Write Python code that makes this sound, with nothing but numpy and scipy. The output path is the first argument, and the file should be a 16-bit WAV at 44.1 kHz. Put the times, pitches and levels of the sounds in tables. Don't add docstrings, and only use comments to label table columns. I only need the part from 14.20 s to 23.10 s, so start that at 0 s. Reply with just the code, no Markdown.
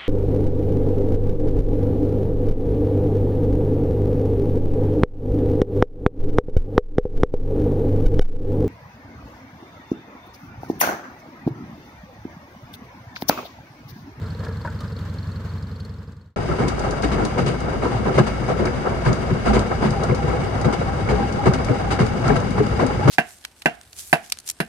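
import sys
import numpy as np
from scipy import signal
from scipy.fft import rfft, irfft
from scipy.io import wavfile
from scipy.ndimage import uniform_filter1d

SR = 44100
rng = np.random.default_rng(int(sys.argv[2]) if len(sys.argv) > 2 else 0)


def ratio(d):
    e = np.asarray(d, float) / 20
    return 10 ** e


def unload_wav(signal):
    wavfile.write(
        sys.argv[1],
        SR,
        np.round(np.clip(np.atleast_2d(signal).T, -1, 1) * 32767).astype(np.int16),
    )


N = 392490
CUT_S = 2.1605

# frequency in Hz, relative density in dB per Hz.
WHEEL_ROAR = [(30, -17), (78, -9.5), (115, -1.5), (308, -11), (487, -6.5), (1070, -15.5), (1300, -16),
              (1800, -21.5), (2200, -22.5), (2450, -25.5), (4420, -36.5), (4930, -34.5), (8690, -40),
              (15700, -64)]
# frequency in Hz, relative density in dB per Hz.
FRAME_CLATTER = [(120, -31), (200, 2.5), (316, -15), (365, -0.5), (1790, -22.5), (2180, -25.5),
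                 (3380, -41.5), (4870, -46.5), (8580, -49.5), (15700, -71)]
# frequency in Hz, width in Hz, gain in dB.
RIDE_COLOUR = [(367, 8.3, 8.5), (780, 530, 2), (1310, 270, 4.5), (1592, 40, 4), (2194, 123, 6.5),
               (2430, 42, -18), (2850, 210, 6), (3840, 80, 7), (4880, 450, 8.5), (5244, 123, -17),
               (7440, 115, -21), (11740, 1900, -6)]
# frequency in Hz, likeness from -1 to 1.
RIDE_LIKENESS = [(60, 1), (150, 0.71), (380, 0.39), (950, -0.17), (2380, 0.17), (5980, -0.18), (15000, 0.8)]
# frequency in Hz, left minus right in dB.
RIDE_LEAN = [(60, -0.5), (150, 1), (260, 5.5), (520, 1.5), (1000, 2), (2380, 2), (5980, 10.5), (15000, -6)]


def evened(x):
    return x / np.sqrt(np.mean(x ** 2) + 1e-20)


def read(points, hz):
    f, value = np.transpose(points)
    return np.interp(np.log(hz + 1), np.log(f + 1), value)


def curve(rows):
    s, *columns = np.transpose(rows)
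    return [np.interp(np.arange(N) / SR, s, c) for c in columns]


def hiss(spectrum, same, lean=((1, 0), (2, 0)), peaks=(), grain_db=0, lo_hz=1, hi_hz=SR):
    hz = np.fft.rfftfreq(N, 1 / SR)
    db = read(spectrum, hz) + sum(d / (1 + (2 * (hz - f) / w) ** 2) for f, w, d in peaks)
    edges = 1 / np.sqrt((1 + (lo_hz / (hz + 1)) ** 8) * (1 + (hz / hi_hz) ** 8))
    grain = ratio(grain_db * np.minimum(rng.exponential(size=N), 4.0))
    a, b = rfft(rng.standard_normal((2, N)) * grain)
    likeness = np.clip(read(same, hz), -1, 1)
    half_db = read(lean, hz) / 2
    left = a * ratio(half_db)
    right = (likeness * a + np.sqrt(1 - likeness ** 2) * b) / ratio(half_db)
    return evened(irfft(np.array([left, right]) * ratio(db) * edges, N))


def waver(smooth_s):
    size = max(round(smooth_s * SR), 1)
    return evened(uniform_filter1d(uniform_filter1d(rng.standard_normal(N), size), size))


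def bursts(times, dbs, lengths, rise_s, hold=0.):
    power, t = np.zeros(N), np.arange(SR // 4) / SR
    for s, db, length in zip(times, dbs, np.clip(lengths, .003, .12)):
        rise = 1 - np.exp(-t / rise_s)
        decay = np.exp(-np.maximum(t - hold * length, 0) / ((1 - hold) * length))
        part = power[round(s * SR):][:len(t)]
        part += (ratio(db) * (rise * decay)[:len(part)]) ** 2
    return np.sqrt(power)


def ring(x, hz, width):
    return signal.lfilter(*signal.iirpeak(hz, hz / width, SR), x)


def warble(hz, spread_hz, smooth_s, apart):
    turns = np.cumsum(hz + spread_hz * waver(smooth_s)) / SR
    ear_phase = np.array([0 * turns, apart * waver(smooth_s)])
    return np.sqrt(2) * np.cos(2 * np.pi * turns + ear_phase) * ratio([[0.7], [-0.7]])


def jolts():
    # start in seconds, base level in dB, thump in dB over the base,
    # rattle in dB over the base, length in seconds.
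    joints = [(2.281, -16.5, -4.5, -34, 0.038), (2.385, -13.5, -9.5, -27, 0.074),
              (2.474, -20.5, -21, -15.5, 0.026), (2.633, -16, -12, -25, 0.047),
              (2.831, -10.5, -25, -21.5, 0.032), (2.913, -15, -34, -21, 0.047),
              (2.979, -13, -28, -31, 0.078), (3.176, -11, -7.5, -22.5, 0.038),
              (3.215, -28.5, 6.5, -28, 0.053), (3.261, -18.5, -6, -14, 0.049),
              (3.621, -11, -32, -30, 0.051), (3.698, -22, -27, -23, 0.089), (3.853, -11.5, -14, -33, 0.058),
              (3.939, -14, -6.5, -24, 0.067), (3.977, -5, -7.5, -23, 0.03), (4.062, -18, -27, -16.5, 0.037),
              (4.278, -12, -12.5, -28, 0.052), (4.388, -12.5, -15, -32, 0.043),
              (4.44, -16, -21, -28, 0.049), (4.848, -11.5, -4, -24.5, 0.065), (5.097, -15.5, 0, -27, 0.025),
              (5.254, -10, -19, -24.5, 0.074), (5.33, -9, -14, -23, 0.061), (5.618, -11, -12, -27, 0.086),
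              (5.885, -13, -4, -32, 0.037), (6.02, -13.5, -9, -35, 0.025), (6.067, -21, -24, -25, 0.15),
              (6.443, -11.5, -4.5, -24, 0.026), (6.524, -13.5, -31, -18, 0.027),
              (6.887, -10, -15, -25, 0.044), (6.942, -17.5, -25, -26, 0.11),
              (7.255, -7, -4.5, -23.5, 0.036), (7.335, -13, -17, -20.5, 0.025),
              (7.482, -12.5, -4.5, -30, 0.031), (7.704, -12.5, -30, -18, 0.046),
              (7.788, -9, -7.5, -23.5, 0.05), (8.039, -12, -7, -26, 0.15), (8.155, -17, -9, -16, 0.025),
              (8.378, -12, -10, -29, 0.038), (8.591, -9, -15.5, -27.5, 0.053),
              (8.831, -21, 5.5, -21, 0.091), (8.874, -6, 1.5, -25, 0.033)]
    s, db, thump_db, rattle_db, length = np.transpose(joints)
    thump = warble(131, 9., .02, apart=.6)
    thump += .5 * warble(168, 10., .02, apart=.8)
    thump += .3 * warble(362, 25., .015, apart=1.5)
    aboard = (FRAME_CLATTER, RIDE_LIKENESS, RIDE_LEAN, RIDE_COLOUR)
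    clatter = hiss(*aboard, grain_db=2.0, hi_hz=2540)
    rattle = hiss(*aboard, grain_db=2.0, lo_hz=3110, hi_hz=10700)
    clack = hiss(*aboard, grain_db=5.5, lo_hz=920, hi_hz=3200)
    shake = bursts(s, db - 12.0, length, 0.003, hold=0.67) * ratio(3.7 * waver(0.0052))
    blow = bursts(s + 0.003, 2.65 * db, 0.017 + 0 * s, 0.0005)
    thump *= bursts(s + 0.013, db + thump_db, length + 0.0047, 0.0029, hold=0.73)
    clack *= bursts(s, db + .5 * rattle_db - 3.5, length, 0.00091, hold=0.44)
    rattle *= bursts(s, db + rattle_db + 0.5, length, 0.0035, hold=0.53)
    resting = ratio(-33)
    return thump + clatter * (shake + blow) + rings(resting + 0.97 * shake) + clack + rattle


def rings(shaking):
    panels_hz = [215, 260, 300, 362, 420, 490, 675, 790, 990, 1330, 1600, 2200]
    taps_per_s, spread_db, sharpness = 24, 5.5, 17.2
    out = np.zeros((2, N))
    for hz in panels_hz:
        struck = rng.random((2, N)) < taps_per_s / SR
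        taps = struck * ratio(spread_db * np.minimum(rng.exponential(size=(2, N)), 3.0))
        taps = (taps + 0.18 * taps[::-1]) * shaking
        width = hz / sharpness
        rung = ring(ring(taps, hz, width), hz, 3.55 * width)
        out += rung * ratio(read(WHEEL_ROAR, hz)) / np.sqrt(width)
    return evened(out) * np.sqrt(np.mean(shaking ** 2)) * ratio([[1.2], [-1.2]])


def rolling():
    # start in seconds, level in dB.
    lurches = [(2.83, -20), (5.27, -16), (6.08, -23), (6.9, -16), (8.07, -22), (8.5, -24)]
    roar_db, rise_db_per_s, sway_db = -27.5, 0.1848, -32.5
    aboard = (WHEEL_ROAR, RIDE_LIKENESS, RIDE_LEAN, RIDE_COLOUR)
    low = hiss(*aboard, hi_hz=249) * ratio(2.2 * waver(0.014))
    mid = hiss(*aboard, grain_db=2.0, lo_hz=250, hi_hz=1770)
    mid *= ratio(-2.0 + 2.4 * waver(0.023) + 1.4 * waver(0.0043))
    high = hiss(*aboard, lo_hz=1560) * ratio(-11.0 + 1.13 * waver(0.015))
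    s, db = np.transpose(lurches)
    rock = ratio(sway_db + 3.0 * waver(.04)) + bursts(s, db, 0.065 + 0 * s, 0.039, hold=0.62)
    sway = rock * warble(59, 6.0, .03, apart=.25)
    ride_s = np.arange(N) / SR - CUT_S
    return ratio(roar_db + rise_db_per_s * ride_s) * (low + mid + high) + sway


def bumps():
    bumps_per_s, top_db, spread_db, length_s = 16, -24.5, 12, 0.03
    place, size = rng.random((160, 2)).T
    s = CUT_S + np.cumsum(-np.log(1 - place)) / bumps_per_s
    db = top_db - spread_db * size
    shake = bursts(s[s < N / SR], db, length_s + 0 * s, 0.0061, hold=0.13)
    clatter = hiss(FRAME_CLATTER, RIDE_LIKENESS, RIDE_LEAN, RIDE_COLOUR, grain_db=2.5, hi_hz=6000)
    return clatter * shake


def whine():
    # time in seconds, hum in Hz, load level in dB.
    engine = [(2.16, 100, -38), (5.3, 99, -38), (5.8, 99.1, -33), (7.9, 99.1, -33), (8.3, 101.9, -33),
              (8.9, 103, -33)]
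    teeth = 8
    hz, db = curve(engine)
    hum = ratio(db - 1.5 + 0.92 * waver(0.03)) * warble(hz, 2.03, 0.047, apart=0.11)
    gear_db = -37.5 + 2.9 * (db - db.max()) + 5.5 * waver(.02)
    return hum + ratio(gear_db) * warble(teeth * hz, 18.0, .012, apart=1.5)


def ticks():
    # start in seconds, level in dB.
    snaps = [(2.482, -25), (2.593, -31), (2.709, -30), (2.823, -31), (3.0506, -26.5), (3.262, -33),
             (3.404, -36.5), (4.454, -29), (4.929, -30), (5.392, -28), (5.706, -31.5), (5.835, -29),
             (5.9475, -32), (6.413, -33), (7.1242, -35), (7.3356, -27.5), (7.446, -31), (7.8645, -35),
             (8.079, -29), (8.201, -36), (8.3065, -36), (8.465, -35.5), (8.6647, -30), (8.8822, -28)]
    # frequency in Hz, relative density in dB per Hz.
    snap_colour = [(2500, -6), (4000, -2), (7000, 0), (10500, -9.5), (12000, -29), (16000, -27)]
    s, db = np.transpose(snaps)
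    snap = bursts(s, db - 0.5, 0.003 + 0 * s, 0.00023)
    buzz = bursts(s, db - 8.5, 0.019 + 0 * s, 0.00089)
    return hiss(snap_colour, RIDE_LIKENESS, RIDE_LEAN, RIDE_COLOUR, grain_db=-4.0) * (snap + buzz)


def idle():
    # time in seconds, two-firing cycles per second.
    idle_speed = [(0, 11.26), (.6, 11.4), (1.15, 11.39), (2.16, 10.83)]
    # multiple of the two-firing cycle, relative level in dB.
    exhaust = [(4, -20), (5, -24), (6, -6), (7, -20), (8, 0), (9, -9), (10, -4), (12, -11), (13, -12),
               (14, -7), (15, -14), (16, -16), (17, -13), (18, -19), (19, -13), (20, -21), (21, -24),
               (22, -24), (24, -27)]
    pipe = [(8.5, .6, 6), (15.2, .8, 4)]
    # frequency in Hz, width in Hz, relative level in dB.
    casing = [(456, 54, 3.5), (4360, 280, -1.5), (4950, 330, -9), (6900, 2200, -15), (13700, 2000, -34)]
    # frequency in Hz, relative density in dB per Hz.
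    yard_colour = [(88, 20), (150, -8), (217, -12), (346, -24), (473, -21), (739, -32), (989, -25.5),
                   (1610, -27.5), (2470, -40.5), (3570, -39), (4340, -40.5), (5480, -46), (15700, -56.5)]
    # frequency in Hz, likeness from -1 to 1.
    yard_likeness = [(60, 0.95), (240, 0.93), (950, 0.84), (3770, 0.063), (15000, 0.043)]
    exhaust_db, valves_db, yard_db, yard_sag_db_per_s = -29.5, -49, -36.5, -1.5
    second_valve_db = -0.5
    start_cycles, valve_lead_cycles = -.247, .07
    fade_from_s, fade_to_s = 1.2, 2.157
    t = np.arange(N) / SR

    cycles = start_cycles + np.cumsum(curve(idle_speed)[0]) / SR
    beats = np.zeros(N)
    for k, db in exhaust:
        pipe_gain = 1 + sum(gain / (1 + 1j * (k - at) / width) for at, width, gain in pipe)
        phase = 1.35 * np.angle(pipe_gain) - .35 * max(k - 16, 0) ** 2
        beats -= ratio(db) * np.cos(2 * np.pi * k * cycles + phase)
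    beats = ratio(exhaust_db + 0.28 * waver(0.0073)) * beats / np.std(beats[:SR])

    valve_cycles = cycles + valve_lead_cycles
    since = (2 * valve_cycles) % 1
    taps = np.exp(-since / 0.18) * ratio(1.7 * waver(0.03)) * rng.standard_normal((2, N))
    taps += 0.82 * taps[::-1] + 6.7 * np.exp(-since / 0.0059)
    taps *= ratio(second_valve_db * (valve_cycles % 1 > .5))
    valves = np.zeros((2, N))
    for hz, width, db in casing:
        rung = evened(ring(ring(taps, hz, width), hz, 2 * width))
        valves += ratio(db + 3.5 * waver(.025)) * rung

    yard = hiss(yard_colour, yard_likeness, peaks=[(9800, 930, -21)], grain_db=3.0, lo_hz=189)
    yard *= ratio(yard_db + yard_sag_db_per_s * t + 1.3 * waver(0.016))
    fade = np.sin(np.pi / 2 * np.clip((fade_to_s - t) / (fade_to_s - fade_from_s), 0, 1))
    return fade * (beats + ratio(valves_db) * evened(valves) + yard)


def knocks():
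    # start in seconds, level in dB, pitch in Hz,
    # decay in seconds, click in dB relative to the knock.
    trackside_knocks = [(0.041, -29.5, 439, 0.032, -20), (0.197, -32, 497, 0.092, -25),
                        (0.23, -26.5, 430, 0.012, -25), (0.248, -31, 430, 0.016, -5),
                        (0.266, -24, 450, 0.0077, -25), (0.285, -28.5, 447, 0.045, -15),
                        (0.449, -22.5, 965, 0.015, -22), (0.475, -24.5, 1500, 0.012, -22),
                        (0.606, -29.5, 1228, 0.028, -5), (0.789, -37, 440, 0.011, -1),
                        (1.6, -38, 416, 0.015, -4)]
    box_pitches_hz = [590, 927, 1370, 1660]
    out, t = np.zeros((2, N)), np.arange(SR // 8) / SR
    for s, db, hz, length, click_db in trackside_knocks:
        puff = rng.standard_normal((2, len(t)))
        puff += .5 * puff[::-1]
        pitch = np.sin(2 * np.pi * hz * t) + .5 * evened(ring(ring(puff, hz, 98), hz, 230))
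        body = np.zeros((2, len(t)))
        for box_hz in box_pitches_hz:
            body += evened(ring(ring(puff, box_hz, 130), box_hz, 220))
            body += 0.47 * np.sin(2 * np.pi * box_hz * t)
        click = evened(ring(puff, 3800, 1200)) * np.exp(-t / 0.013)
        share = np.clip(ratio(db + 21), 0, 1)
        knock = pitch + 1.33 * share * evened(body) + ratio(click_db) * click
        out[:, round(s * SR):][:, :len(t)] += ratio(db - 6.0) * knock * np.exp(-t / length)
    return out


def scene():
    riding = np.clip((np.arange(N) / SR - CUT_S) / .001, 0, 1)
    trackside = idle() + knocks()
    ride = jolts() + bumps() + rolling() + whine() + ticks()
    return trackside * (1 - riding) + ride * riding


def roll_off(x):
    return signal.sosfilt(signal.butter(12, 15810, fs=SR, output="sos"), x)


def record(dry):
    mix = np.tanh(dry * 0.88) / 0.87
    return roll_off(mix)


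dry = scene()
out = record(dry)
unload_wav(out)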